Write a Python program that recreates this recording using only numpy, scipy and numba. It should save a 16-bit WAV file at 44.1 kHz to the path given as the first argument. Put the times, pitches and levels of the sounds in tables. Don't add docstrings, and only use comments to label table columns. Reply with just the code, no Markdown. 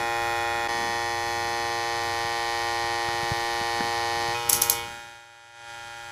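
import sys
import numpy as np
from scipy import signal
from scipy.fft import rfft, irfft, next_fast_len
from scipy.io import wavfile
from scipy.ndimage import uniform_filter1d
from numba import njit

SR = 44100
rng = np.random.default_rng(int(sys.argv[2]) if len(sys.argv) > 2 else 0)


def dump_mix(stems):
    frames = np.atleast_2d(stems).T
    limited = np.clip(frames, -1, 1)
    pcm = np.round(limited * 32767).astype(np.int16)
    wavfile.write(sys.argv[1], SR, pcm)


def amplitude_ratio(level_db):
    exponent = np.asarray(level_db, float) / 20
    return 10 ** exponent


N = 269451
HOP = SR // 100
SPLICE_S = .682


def shape(points, hz):
    f, value = np.transpose(points)
    return np.interp(np.log(np.maximum(hz, 1)), np.log(f), value)


def noise(db_of):
    size = next_fast_len(N)
    hz = np.arange(size // 2 + 1) * SR / size
    gain = amplitude_ratio(db_of(hz)) * np.sqrt(SR / 2)
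    return irfft(rfft(rng.standard_normal(size)) * gain, size)[:N]


def walk(rate, count, size):
    k = max(int(100 / rate), 1)
    held = np.repeat(rng.standard_normal((count, size)), k, axis=1)[:, :size]
    return 1.44 * uniform_filter1d(uniform_filter1d(held, k), k)


@njit
def lines(turns, multiple, gain, phase, hop):
    out = np.zeros(len(turns))
    for start in range(0, len(turns) - 1, 49):
        for k in range(len(multiple)):
            z = np.exp(1j * (2 * np.pi * multiple[k] * turns[start] + phase[k]))
            spin = np.exp(2j * np.pi * multiple[k] * (turns[start + 1] - turns[start]))
            for i in range(start, min(start + 49, len(turns))):
                j, a = i // hop, (i % hop) / hop
                out[i] += ((1 - a) * gain[k, j] + a * gain[k, j + 1]) * z.imag
                z *= spin
    return out


# time in seconds, rate in Hz.
SWING_RATE = [(0, 116.88), (.7, 116.9), (.9, 117.0), (1.45, 116.97), (1.95, 116.87), (2.1, 116.72),
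              (2.5, 116.84), (4.32, 116.86), (4.358, 118.8), (4.466, 117.4), (4.54, 118.0), (4.75, 117.2),
              (5.3, 117.03), (5.6, 116.92), (6.11, 116.9)]
SWING_HZ = SWING_RATE[0][1]


def crank(t):
    hz = np.interp(t, *np.transpose(SWING_RATE))
    return np.cumsum(hz) / SR + .25 - .45 * (t > SPLICE_S)


# middle in seconds, duration in seconds.
GRIP_CHANGES = [
    (0.678, .002),
    (1.9, 1.2),
    (4.345, 0.0098),
    (4.883, .12),
]


def grip(t):
    at = [s + side * d / 2 for s, d in GRIP_CHANGES for side in (-1, 1)]
    return np.interp(t, at, np.repeat(np.arange(len(GRIP_CHANGES) + 1), 2)[1:-1])


# frequency in Hz, level in dB.
TURNED_AWAY = [(6000, -0.5), (7000, 0.5), (7600, 8), (8500, 0.5), (10500, 2.5), (13000, -12), (14200, -9),
               (14900, -35)]


def shadow(hz):
    return shape(TURNED_AWAY, hz)


# multiple of swing rate, then level in dB facing, held, turning, turned.
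CASE_PANELS = [(1, -23, -25, -12.5, -14.5), (2, -37, -44.5, -30.5, -34.5), (3, -10, -10, -11, -12.5),
               (4, -10, -9.5, -7, -17.5), (5, -8.5, -11.5, -11, -7), (6, -8.5, -9.5, -20, -17.5),
               (7, 0, -1.0, -2, 1.5), (8, -8.5, -6, -2.5, -4.5), (9, -9.5, -8.5, -7, -15),
               (10, -16, -11.5, -14, -21.5), (11, -17, -37.5, -9.5, -17), (12, -8, -24.5, -12.5, -0.5),
               (13, -17, -16.5, -19.5, -9.5), (14, -19, -89, -14.5, -4), (15, -11, -10.5, -19.5, -6),
               (16, -7, -5.5, -13, -8.5), (17, -12, -12.5, -10.5, -8), (18, -14.5, -17, -18, -19),
               (19, -13.5, -12, -10, -9.5), (20, -22, -17.0, -21, -22), (21, -10, -18.5, -7.5, -5.5),
               (22, -19.5, -17.5, -23, -17), (23, -28.5, -33, -23, -38), (24, -40, -53, -23.5, -15)]
# multiple of swing rate, level in dB facing, just gripped, settled.
BLADE_FRONT = [(25, -23, -29, -18), (26, -33, -18, -18), (27, -33, -26, -18), (28, -23.5, -32, -40),
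               (29, -15, -14.5, -19.5), (30, -19, -24, -24), (31, -25, -27, -19), (32, -22, -30, -21),
               (33, -23, -27, -20), (34, -32, -26, -21.5), (35, -24, -22.0, -17.5),
               (36, -26.5, -16.5, -15.0), (37, -21, -28, -22), (38, -24, -19.5, -14.5),
               (39, -27.0, -38.5, -34.5), (40, -27, -20, -19), (41, -29.0, -30, -24),
               (42, -33.0, -17.0, -14), (43, -40.5, -30, -23.5), (44, -37.0, -19, -21.5),
               (45, -21.5, -32, -33), (46, -34, -21, -21.5), (47, -39.0, -28, -29), (48, -28.5, -28.5, -24),
               (49, -37, -25, -23), (50, -41, -27.5, -36.0), (51, -24, -28, -43), (52, -37, -27, -30),
               (53, -37, -18, -21.5), (54, -30.5, -28, -25)]
# multiple of swing rate, level in dB turning, turned.
BLADE_BEHIND = [(25, -9.5, -13.5), (26, -18.5, -36), (27, -14.5, -7.5), (28, -15, -16), (29, -23.5, -11),
                (30, -14.5, -43), (31, -14, -31), (32, -22, -9.5), (33, -28, -32), (34, -32, -31),
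                (35, -26, -18), (36, -23.75, -34), (37, -15, -17), (38, -19.5, -34), (39, -26.5, -21),
                (40, -29.0, -34), (41, -19, -14.5), (42, -21.5, -31), (43, -28, -30), (44, -17, -19),
                (45, -36, -33), (46, -19.5, -25), (47, -24, -19), (48, -21.5, -24), (49, -24, -22),
                (50, -29, -26.5), (51, -32, -23), (52, -29.5, -21), (53, -25.25, -16.5), (54, -20, -15)]
# frequency in Hz, level in dB.
TOOTH_LINES = [(6600, -38), (7200, -27.5), (8500, -53.5), (9500, -30), (11000, -49.5), (12000, -60)]


def grip_levels(hz, uneven_db=3.0):
    facing, held, turning, turned = np.transpose(CASE_PANELS)[1:]
    case = [facing, held, held, turning, turned]
    blades = np.vstack([np.transpose(BLADE_FRONT)[1:], np.transpose(BLADE_BEHIND)[1:]])
    grips = np.hstack([case, blades])
    high_hz = hz[grips.shape[1]:]
    teeth = shape(TOOTH_LINES, high_hz) - 2
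    teeth = teeth + uneven_db * rng.standard_normal((len(grips), len(teeth)))
    teeth[-1] += shadow(high_hz)
    grips = np.hstack([grips, teeth])
    power = np.sum(amplitude_ratio(grips[:, 2:22]) ** 2 / 2, axis=1, keepdims=True)
    return grips - 10 * np.log10(power)


# time in seconds, centre in Hz, width in Hz, level in dB, length in seconds.
PANEL_FLARES = [
    (4.36, 2480, 150, 7.5, 0.014),
    (4.416, 2050, 200, -3, .05),
    (4.62, 1350, 150, 3, 0.096),
    (4.8, 2220, 100, 5.5, 0.057),
    (4.8, 3250, 350, 6.5, .07),
]
# frequency in Hz, delay in ms.
RING_LAG = [(700, 4.2), (820, -.5), (950, 0), (1060, -.6), (1170, -2.4), (1520, -3), (1860, .8),
            (1990, -2.1), (2110, -.7), (2300, -2.3), (2520, .4), (4100, .3), (4300, -1.7), (12000, -2)]
# frequency in Hz, phase in radians.
RETURN_STROKE = [(700, -.7), (800, 0), (2800, 0), (3300, -.9), (4100, -.9), (4300, .5)]


def housing(turns, wander_db=.5, wander_top_db=0.8, turning_db=0.5, scatter=0.48):
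    t = np.arange(N // HOP + 2) / 100
    order = np.arange(1., 101.)
    hz = order * SWING_HZ
    grips = grip_levels(hz)
    place = grip(t)
    db = np.array([np.interp(place, np.arange(len(grips)), g) for g in grips.T])
    spread = wander_db + wander_top_db * order[:, None] / len(order)
    db = db + spread * walk(1.91, count=len(order), size=len(t))
    turning = np.clip(1 - np.abs(place - 3), 0, 1)
    db = db + turning_db * turning * walk(14, count=len(order), size=len(t))
    for s, centre, width, flare_db, length in PANEL_FLARES:
        db = db + flare_db * np.exp(-((hz[:, None] - centre) / width) ** 2 - ((t - s) / length) ** 2)
    phase = -2 * np.pi * SWING_HZ * np.cumsum(shape(RING_LAG, hz)) / 1000
    phase = phase + shape(RETURN_STROKE, hz) * (order % 2)
    phase = phase + scatter * np.clip(hz / 2500 - 1, 0, 1) * rng.standard_normal(len(order))
    return lines(turns, order, amplitude_ratio(db), phase, HOP)


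# frequency in Hz, density in dB per Hz.
BLADE_SCRAPE = [(300, -86.5), (800, -75), (1200, -75), (1400, -72.5), (1650, -75), (2500, -75.5),
                (4500, -77.5), (6500, -79), (8500, -86), (9500, -87), (11300, -84), (12200, -97.5),
                (14600, -100), (15500, -104)]


def rasp(t, turns, depth=0.11, lopsided=0.06, at_ms=-1.76, shaded_s=4.6):
    angle = 2 * np.pi * (turns - SWING_HZ * at_ms / 1000)
    gate = 1 + depth * np.cos(2 * angle) + lopsided * np.cos(angle)
    away = np.clip((t - shaded_s) / .2, 0, 1)
    facing = noise(lambda hz: shape(BLADE_SCRAPE, hz))
    turned = noise(lambda hz: shape(BLADE_SCRAPE, hz) + shadow(hz))
    return gate * (np.sqrt(1 - away) * facing + np.sqrt(away) * turned)


SCRAPE_BY_GRIP = [-3, -0.5, 1, 3.5, 3.5]
# time in seconds, level in dB.
ARM_LEVEL = [(0, -27), (.3, -26.5), (.68, -27), (1.2, -28.5), (1.6, -28), (3.6, -28), (4.32, -27.5),
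             (4.37, -30), (4.45, -32), (6.11, -32)]


def clipper(t):
    turns = crank(t)
    rasp_db = np.interp(grip(t), np.arange(len(SCRAPE_BY_GRIP)), SCRAPE_BY_GRIP) + 24.5
    arm = amplitude_ratio(np.interp(t, *np.transpose(ARM_LEVEL)))
    return arm * (housing(turns) + amplitude_ratio(rasp_db) * rasp(t, turns))


# frequency in Hz, width in Hz, level in dB.
LEVER_MODES = [(950, 500, -15), (2200, 980, -17), (3420, 430, -21), (4360, 3000, -10.5), (5760, 1200, -1.5),
               (6620, 630, -2), (7640, 480, -1.5), (8700, 1200, -7.5), (9870, 710, -1), (10950, 1100, 2),
               (12200, 800, -2), (12900, 1100, -4), (14250, 1600, -4.5)]


def lever(hz, tilt_db):
    power = sum(amplitude_ratio(db) ** 2 / (1 + (2 * (hz - f) / w) ** 2) ** 2 for f, w, db in LEVER_MODES)
    return 10 * np.log10(power + 1e-12) + tilt_db * hz / 10000


# start in seconds, peak in dB, scrape before it in dB,
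# scrape length in seconds, room tail in dB.
LEVER_SNAPS = [
    (4.497, 0, -22, .0047, -22),
    (4.53, -1, -21.5, 0.0037, -21),
    (4.6197, -0.5, -19.5, .004, -22),
    (4.6978, 1, -32.5, .002, -23.5),
]


def snaps(t, hold_s=0.0015, ring_s=0.00071, after_db=-13, after_s=0.0078, wall_s=0.0077, t60_s=0.24):
    near = noise(lambda hz: lever(hz, 0))
    far = noise(lambda hz: lever(hz, -5))
    near, far = near / near.std(), far / far.std()
    grains = np.repeat(rng.standard_normal(N // 88 + 1), 88)[:N]
    rattle = amplitude_ratio(1.3 * uniform_filter1d(grains, size=44))
    out = np.zeros(N)
    for s, db, scrape_db, scrape_s, tail_db in LEVER_SNAPS:
        u = t - s
        scrape = amplitude_ratio(scrape_db) * (u > -scrape_s) * (u <= 0)
        crack = (u > 0) * np.exp(-np.maximum(u - hold_s, 0) / ring_s) / 4.3
        chatter = amplitude_ratio(after_db) * (u > 0) * np.clip(2 - 2 * u / after_s, 0, 1) / 2
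        walls = np.clip((u - wall_s) / hold_s + 1, .3, 1) * (u > 0)
        tail = amplitude_ratio(tail_db - 60 * np.abs(u) / t60_s) * walls
        out += amplitude_ratio(db) * (near * (scrape + crack + chatter) + far * tail * rattle)
    return out


# start in seconds, peak in dB, pitch in Hz, t60 in seconds, tick in dB.
FINGER_BUMPS = [(2.245, -34, 109, 0.045, -20), (2.84, -34, 105, 0.042, -20), (3.082, -30, 109, 0.051, 0),
                (3.144, -34, 118, 0.038, -20), (3.228, -28, 120, 0.038, -20),
                (3.315, -20.5, 115, 0.034, -14), (3.378, -46, 105, .04, -20), (3.612, -30, 174, 0.011, -14),
                (3.804, -23, 216, 0.016, -1.5), (3.845, -34, 300, .03, -14), (4.168, -35, 102, .04, -20),
                (4.284, -32, 108, .04, -20), (4.549, -34, 105, .05, -20)]


def bumps(t, push_s=0.0034, tick_s=0.0019, hollow=0.9, hollow_hz=1720):
    knock_shape = [(150, 1), (300, -5), (900, -9), (1700, -4), (2500, -26), (5000, -43)]  # Hz, dB
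    knock = noise(lambda hz: shape(knock_shape, hz))
    knock = knock / knock.std()
    out = np.zeros(N)
    for s, db, hz, t60, tick_db in FINGER_BUMPS:
        u = np.maximum(t - s, 0)
        push = 1 - np.exp(-(u / push_s) ** 2)
        thud = push * amplitude_ratio(-60 * u / t60) * np.sin(2 * np.pi * hz * u)
        late = np.maximum(u - push_s / 2, 0)
        tick_envelope = late / tick_s * np.exp(1 - late / tick_s)
        tick = tick_envelope * (knock + hollow * np.sin(2 * np.pi * hollow_hz * late))
        out += amplitude_ratio(db) * (thud / np.abs(thud).max() + amplitude_ratio(tick_db) * tick)
    return out


# frequency in Hz, density in dB per Hz.
CLOTH_SHAPE = [(70, -103), (150, -72.5), (250, -70.5), (400, -77), (800, -100)]
# time in seconds, rise over the resting cloth in dB, length in seconds.
SLEEVE_RUSTLES = [(0, 8, .1), (0.603, 4.5, 0.21), (0.856, 12.5, 0.18), (1.46, 7.5, 0.12), (1.7, 5, 0.16),
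                  (2.04, 7, 0.1), (3.845, 10, 0.081), (4.222, 9, 0.09), (4.556, 13.5, 0.11),
                  (4.95, 10.5, 0.21)]


def cloth(t):
    db = -10 + sum(up_db * np.exp(-((t - s) / length) ** 2) for s, up_db, length in SLEEVE_RUSTLES)
    return amplitude_ratio(db) * noise(lambda hz: shape(CLOTH_SHAPE, hz))


# frequency in Hz, rms level in dB.
MACHINE_LINES = [(58, -61), (95.4, -49.5), (191, -67.5), (1305, -52.5), (1338, -54), (1375, -60),
                 (1433, -46.5), (1470, -59.5)]


def hum(t, flutter_db=-2.0):
    hz, db = np.transpose(MACHINE_LINES)
    db = db[:, None] + flutter_db * walk(10, count=len(hz), size=N // HOP + 2)
    return lines(t, hz, np.sqrt(2) * amplitude_ratio(db), 2 * np.pi * rng.random(len(hz)), HOP)


# frequency in Hz, density in dB per Hz.
ROOM_RUMBLE = [(20, -75), (40, -71.5), (95, -69), (140, -73.5), (220, -91.5)]


def rumble(t, level_db=-3, swell_db=1.5):
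    size = N // HOP + 1
    swell = np.interp(t, np.arange(size) / 100, walk(5, count=1, size=size)[0])
    return amplitude_ratio(level_db + swell_db * swell) * noise(lambda hz: shape(ROOM_RUMBLE, hz))


def duck(t, late_s=0):
    start_s, fall_s, hold_s, rise_s = 4.732, 0.54, .24, 0.19
    low_db, after_db = -18, -8.5
    back = start_s + fall_s + hold_s + late_s
    return np.interp(t, [start_s, start_s + fall_s, back, back + rise_s], [0, low_db, low_db, after_db])


def scene():
    t = np.arange(N) / SR
    near = amplitude_ratio(duck(t)) * clipper(t)
    room = rumble(t) + amplitude_ratio(-2.0) * hum(t) + cloth(t)
    room = room * amplitude_ratio(1.25 * duck(t, late_s=0.043))
    return (near + room + bumps(t) + snaps(t))[None]


def low_pass(x):
    return signal.sosfilt(signal.butter(12, 16460, fs=SR, output="sos"), x)


def record(dry):
    out_s, in_s = .009, 0.0073
    u = np.arange(N) / SR - SPLICE_S
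    fade = np.clip(np.maximum(-u / out_s, u / in_s), 0, 1)
    treble_cut = signal.ellip(8, .2, 60, 15200, fs=SR, output="sos")
    wet = signal.sosfilt(treble_cut, dry * fade)
    return low_pass(np.clip(wet, -1, 1))


dry = scene()
out = record(dry)
dump_mix(out)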